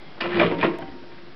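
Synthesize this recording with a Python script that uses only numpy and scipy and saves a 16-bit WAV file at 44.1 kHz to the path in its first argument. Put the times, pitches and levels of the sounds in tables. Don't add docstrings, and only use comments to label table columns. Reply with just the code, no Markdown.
import sys
import numpy as np
from scipy import signal
from scipy.fft import rfft, irfft, next_fast_len
from scipy.io import wavfile

SR = 44100
rng = np.random.default_rng(int(sys.argv[2]) if len(sys.argv) > 2 else 0)


def level_to_linear(level):
    exponent = np.asarray(level, float) / 20
    return 10 ** exponent


def persist_wave(psi):
    counts = np.round(np.clip(psi, -1, 1) * 32767).astype(np.int16)
    wavfile.write(sys.argv[1], SR, np.atleast_2d(counts).T)


N = 59535

# start in seconds, peak in dB, pitch of the crack in Hz, push into the frame in dB.
BLOWS = [(0.175, -42.5, 1170, -34), (0.2045, -20, 1617, -49.5), (0.209, -21.5, 2740, -34),
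         (0.2072, -22, 3445, -41.5), (0.2069, -25, 876, -44), (0.2067, -26.5, 4600, -42),
         (0.2379, -21, 1190, -29.5), (0.257, -23.5, 1250, -32), (0.3048, -29, 2150, -34),
         (0.3276, -27, 1770, -28.5), (0.361, -32.5, 2420, -24.5), (0.3956, -8.5, 2116, -20),
         (0.4111, -12, 1200, -17), (0.43, -21, 1273, -23), (0.463, -21.5, 2580, -32),
         (0.512, -28.5, 1047, -22.5), (0.5856, -25.5, 2490, -43.5), (.6110, -25.5, 2840, -38),
         (.6290, -8, 1436, -13), (0.6421, -29, 2570, -22), (0.6628, -27.5, 1365, -23.5),
         (0.738, -34, 2240, -39), (0.7857, -46, 1970, -33.5), (0.809, -39.5, 1955, -40.5),
         (0.82, -42.5, 1440, -37), (0.8223, -43.5, 3160, -48), (0.8785, -41.5, 2007, -43),
         (0.9185, -46.5, 1890, -42), (1.0235, -52.5, 1550, -40), (1.115, -38, 1770, -42.5),
         (1.18, -38.5, 1641, -51)]
# start in seconds, pitch in Hz, level in dB,
# time to fade by 60 dB in seconds.
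PART_RINGS = [(.06, 160, -45, 0.27), (0.34, 170, -25, 0.45), (.240, 527, -25, 0.14), (.245, 705, -31, 0.18),
              (.35, 170, -25, 0.13), (0.44, 180, -20.5, .2), (.41, 645, -20.5, .12),
              (.52, 175, -26.5, 0.55), (0.87, 59, -34.5, .25), (.515, 350, -20.5, .15),
              (0.215, 1030, -27.5, 0.23), (.408, 600, -12.5, 0.15), (0.424, 395, -9.5, 0.08),
              (0.53, 560, -26, 0.16), (0.5, 364, -22.5, 0.18), (.45, 452, -18.5, 0.16),
              (.50, 452, -26, 0.56), (0.46, 390, -18.5, .1), (.41, 232, -22, 0.18), (.56, 292, -31, .3),
              (.42, 1150, -24, 0.28), (.50, 930, -37.5, 1.9), (.636, 166, -15.5, 0.12),
              (.634, 228, -18, 0.15), (.629, 720, -20.5, 0.11), (.632, 1100, -18, 0.071),
              (.632, 1400, -20, 0.13), (.632, 450, -20, 0.14), (.64, 520, -23, 0.13),
              (0.58, 290, -19.5, 0.14), (0.66, 205, -31, 0.24), (.92, 255, -37, 0.36),
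              (1.02, 290, -40.5, 0.19), (.69, 450, -28, 0.6), (0.65, 300, -28, 0.46),
              (0.64, 580, -34.5, .2), (.815, 250, -33, 0.17), (.82, 770, -36, 0.2),
              (0.87, 290, -35.5, 0.48)]
# start in seconds, pitch in Hz, level in dB,
# time to fade by 60 dB in seconds.
LEVER_PINGS = [(0.2043, 1680, -31, 0.026), (.2080, 1910, -23, 0.041), (.2085, 3990, -31.5, 0.026),
               (.2085, 4990, -27.5, 0.022), (.2110, 2905, -22, 0.063), (.2200, 2363, -26, 0.091),
               (.242, 2800, -30, 0.046), (.328, 1800, -27, 0.069), (.352, 1766, -29, 0.064),
               (.3955, 1620, -13, 0.029), (.3970, 2410, -9.5, .035), (.408, 1250, -18.5, 0.057),
               (.413, 2484, -22, 0.034), (.430, 2960, -25.5, .03), (.5115, 691, -25.5, 0.076),
               (.5125, 530, -22, .05), (.400, 641, -17.5, .06), (0.4, 331, -17.5, 0.044),
               (.6305, 717, -15, 0.033), (.631, 403, -16, 0.06), (.790, 659.5, -30.5, .06),
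               (0.207, 892, -26.5, 0.052), (.612, 2402, -23.5, 0.078), (.6300, 1888, -16, .025),
               (.631, 2510, -21, 0.054), (.739, 3940, -43.5, 0.018), (.8225, 3095, -37, 0.029),
               (.822, 1562, -33, 0.033), (.879, 1998, -40.5, 0.034), (.880, 3000, -44, 0.024),
               (.918, 1883, -40.5, 0.038)]
# time in seconds, load on the frame in dB,
# rattle of the rack above that load in dB.
CARRIAGE_RUN = [(0.165, -69, -2.5), (0.199, -50.5, -20), (0.248, -28, -4), (0.281, -28, -9.5),
                (0.33, -27.5, -4), (0.374, -18.5, -6), (0.422, -19, -5), (0.483, -26.5, -10.5),
                (0.523, -21.5, -16), (.58, -34.5, -6.5), (0.621, -33.5, 4), (0.663, -30, -8),
                (0.721, -38.5, -10.5), (.80, -39.5, -15.5), (0.881, -44.5, -13), (1.0, -53, -16.5)]
# time in seconds, pitch in Hz, level in dB.
RAIL_SONG = [
    (0.205, 338.1, -51),
    (0.213, 338, -35),
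    (0.239, 339.6, -37.5),
    (0.249, 346.5, -31.5),
    (0.339, 354.4, -30),
    (0.367, 348.4, -20.5),
    (0.381, 344.3, -25),
    (0.401, 335.6, -25),
    (0.41, 331, -33),
]
# time in seconds, pitch in Hz, level in dB.
RAIL_AFTERSONG = [
    (0.655, 338.1, -33),
    (0.671, 335.6, -24),
    (0.699, 344.1, -26),
    (0.709, 347.6, -35.5),
    (0.755, 352, -32.5),
    (0.759, 353.2, -40.5),
    (1.019, 350.6, -50.5),
    (1.285, 349, -52.5),
    (1.35, 372.4, -57.5),
]
# pitch in Hz, level in dB, time to fade by 60 dB in seconds.
FRAME_MODES = [(110.8, -11, 0.15), (170.3, -4, .11), (229.8, -3.5, 0.088), (297, -6.5, .15),
               (349, -6, 0.092), (375, -5, 0.2), (454, -9.5, 0.1), (510.3, -9, 0.14), (609.6, -8, 0.057),
               (650.5, -11.5, 0.06), (711, -15.5, 0.049), (790, -15.5, 0.037), (890, -21, 0.04),
               (1031, -13.5, 0.041)]
# pitch in Hz, level in dB, time to fade by 60 dB in seconds.
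STEEL_MODES = [(1157, -6.5, 0.068), (1263, -6, 0.082), (1366, -7, 0.053), (1478, -8, 0.024),
               (1770, -3.5, 0.041), (2007, -3, 0.074), (2372, -4, 0.053), (2465, -3.5, 0.051),
               (2600, -6, 0.055), (2762, -8.5, 0.07), (2882, -8, .05), (3192, -11.5, 0.045),
               (3540, -14.5, 0.015), (4280, -19.5, 0.032)]
# frequency in Hz, level in dB per Hz.
SNAP_COLOUR = [(180, -31), (300, -5), (586, -0.5), (844, -3), (2460, -8.5), (3180, -12), (4870, -28),
               (5500, -33), (7150, -63), (12100, -120)]
# frequency in Hz, level in dB.
KNOCK_COLOUR = [(59, -72.5), (100, -17.5), (165, -4), (522, -5.5), (617, -4.5), (779, -6.5), (2510, -17),
                (5400, -36.5), (7020, -72), (11900, -120)]
# frequency in Hz, level in dB per Hz.
RACK_COLOUR = [(700, -32), (1500, -3), (2500, 0), (3500, -9), (5000, -27), (7000, -60)]
# frequency in Hz, level in dB.
MURMUR_COLOUR = [(35, -33.5), (60, -16), (151, -1.5), (716, -10.5), (981, -23), (1100, -11.5),
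                 (2060, -14.5), (5000, -26.5), (6500, -53), (11000, -120)]
# pitch in Hz, width in Hz, level in dB, gone by in seconds.
MURMUR_RINGS = [(2100, 98, -58.5, 0.2), (3290, 120, -60, 0.19), (347, 45, -54, 9.0),
                (835, 250, -53.5, 0.33), (111.6, 99, -58, 9.0)]


def rms_one(x):
    return x / np.sqrt(np.mean(x ** 2) + 1e-20)


def ring(force, hz, t60):
    shrink = level_to_linear(-60 / (t60 * SR))
    turn = 2 * np.pi * hz / SR
    return signal.lfilter([0, np.sin(turn)], [1, -2 * shrink * np.cos(turn), shrink ** 2], force + 1e-18)


def colour(x, points):
    edges = 25 * 2 ** np.arange(0, 8, 1 / 3)
    table_hz, table_db = np.transpose(points)
    out = 0
    for k, (low, high) in enumerate(zip(edges, edges[1:])):
        middle = np.log(low * high) / 2
        level = level_to_linear(np.interp(middle, np.log(table_hz), table_db))
        sos = signal.butter(2, [low, high], "band", fs=SR, output="sos")
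        out = out + level * (-1) ** k * signal.sosfilt(sos, x + 1e-18)
    return out


def clicks(per_s, spread_db):
    sizes = level_to_linear(spread_db * np.minimum(rng.exponential(1, N), 4)) * rng.choice([-1, 1], N)
    return rms_one(sizes * (rng.random(N) < per_s / SR))


def body(modes, force):
    out = 0
    for hz, db, t60 in modes:
        share = np.repeat(rng.standard_normal(N // 64 + 1), 64)[:N]
        gain = level_to_linear(db) / np.sqrt(t60 * SR / 4 / np.log(1000))
        out = out + gain * ring(force * share, hz, t60)
    return out


def contacts():
    chatter_t60_s, front_db, front_t60_s = 0.18, 4.5, 0.03
    push_t60_s, push_rise_s = 0.081, 0.0025
    half_width = 0.65 / 2
    t = np.arange(N) / SR
    chatter = clicks(4000, 1.8)
    crack, sharp, push = 0, 0, 0
    for s, db, hz, push_db in BLOWS:
        age = np.maximum(t - s, 0)
        fade = level_to_linear(-60 * age / chatter_t60_s) + level_to_linear(front_db - 60 * age / front_t60_s)
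        burst = (t >= s) * level_to_linear(db) * fade * chatter
        band = [hz * (1 - half_width), hz * (1 + half_width)]
        sos = signal.butter(2, band, "band", fs=SR, output="sos")
        crack = crack + signal.sosfilt(sos, burst + 1e-18) * np.sqrt(SR / 4 / half_width / hz)
        sharp = sharp + burst
        push = push + level_to_linear(push_db - 60 * age / push_t60_s) * np.minimum(age / push_rise_s, 1) * chatter
    steel = level_to_linear(-26) * body(STEEL_MODES, sharp)
    snap = level_to_linear(-16) * colour(sharp, SNAP_COLOUR)
    frame = level_to_linear(-8.5) * body(FRAME_MODES, push)
    knock = level_to_linear(12) * colour(push, KNOCK_COLOUR)
    return level_to_linear(-18.5) * crack + steel + snap + frame + knock


def slams():
    onset_s, wobble_db, wobbles_per_s = 0.0045, 2.5, 30
    t, out = np.arange(N) / SR, 0
    knots = np.arange(100) / wobbles_per_s
    for s, hz, db, t60 in PART_RINGS:
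        age = np.maximum(t - s, 0)
        turn = rng.random()
        wobble = wobble_db * np.interp(t, knots, rng.standard_normal(100))
        level = level_to_linear(db - 60 * age / t60 + wobble) * (1 - np.exp(-age / onset_s))
        out = out + level * np.sin(2 * np.pi * (hz * age + turn))
    return out


def pings():
    onset_s = 0.0011
    t, out = np.arange(N) / SR, 0
    for s, hz, db, t60 in LEVER_PINGS:
        age = np.maximum(t - s, 0)
        level = level_to_linear(db - 60 * age / t60) * (1 - np.exp(-age / onset_s))
        out = out + level * np.sin(2 * np.pi * hz * age)
    return out


def carriage():
    s, load_db, rattle_db = np.transpose(CARRIAGE_RUN)
    t = np.arange(N) / SR
    load = np.interp(t, s, load_db, left=-90, right=-90)
    ticks = clicks(1600, 3) * level_to_linear(load)
    rattle = ticks * level_to_linear(np.interp(t, s, rattle_db))
    frame = level_to_linear(-10.5) * body(FRAME_MODES, ticks)
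    steel = level_to_linear(-20) * body(STEEL_MODES, rattle)
    rumble = level_to_linear(12) * colour(rattle, KNOCK_COLOUR)
    teeth = level_to_linear(2) * colour(rattle, RACK_COLOUR)
    rail_hum = body([(345, -21, 0.11)], ticks)
    return frame + steel + rumble + teeth + rail_hum


def rail_song(curve):
    s, hz, db = np.transpose(curve)
    t = np.arange(N) / SR
    outside_s = np.maximum(s[0] - t, 0) + np.maximum(t - s[-1], 0)
    level_db = np.interp(t, s, db) - 1500 * outside_s
    cycles = np.cumsum(np.interp(t, s, hz)) / SR
    return np.sqrt(2) * level_to_linear(level_db) * np.sin(2 * np.pi * cycles)


def room(x):
    t60_s, wall_cut_hz = 0.45, 5100
    size = next_fast_len(N + SR)
    turn = np.exp(-2j * np.pi * np.arange(size // 2 + 1) / size)
    dull = np.exp(-2 * np.pi * wall_cut_hz / SR)
    total = 0
    lags = (rng.uniform(0.009, 0.04, 10) * SR).astype(int)
    for k, lag in enumerate(lags):
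        loop = level_to_linear(-60 * lag / SR / t60_s) * (1 - dull) / (1 - dull * turn) * turn ** lag
        total = total + (-1) ** k * loop / (1 - loop)
    return irfft(rfft(x, size) * total, size)[:N]


def murmur():
    t = np.arange(N) / SR
    out = level_to_linear(-49) * rms_one(colour(rng.standard_normal(N + SR), MURMUR_COLOUR)[SR:])
    for hz, width_hz, db, gone_s in MURMUR_RINGS:
        tone = rms_one(ring(rng.standard_normal(N), hz, 2.2 / width_hz))
        out = out + level_to_linear(db) * np.clip((gone_s - t) / 0.04, 0, 1) * tone
    return out


def scene():
    machine = contacts() + slams() + pings() + carriage() + rail_song(RAIL_SONG) + rail_song(RAIL_AFTERSONG)
    return (machine + level_to_linear(-20) * room(machine) + murmur())[None]


def top_cut(x):
    return signal.sosfilt(signal.butter(12, 15850, fs=SR, output="sos"), x)


def record(dry):
    step, offset, thin = 1 / 128 / np.sqrt(2), -0.0104, 4
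    click_s, click_height, click_fade_s = 0.787, 0.036, 0.0004
    heard = signal.sosfilt(signal.butter(2, 78.2, "high", fs=SR, output="sos"), dry)
    slow = signal.resample_poly(heard, 1, thin, axis=1)
    coarse = step * np.round((slow + offset) / step)
    taps = signal.firwin(numtaps=151, cutoff=5540, window=("kaiser", 9), fs=SR)
    full = signal.resample_poly(coarse, thin, 1, axis=1, window=taps, padtype="reflect")[:, :N]
    age = np.arange(N) / SR - click_s
    click = click_height * (age >= 0) * np.exp(-np.maximum(age, 0) / click_fade_s)
    return top_cut(full + click)


dry = scene()
out = record(dry)
persist_wave(out)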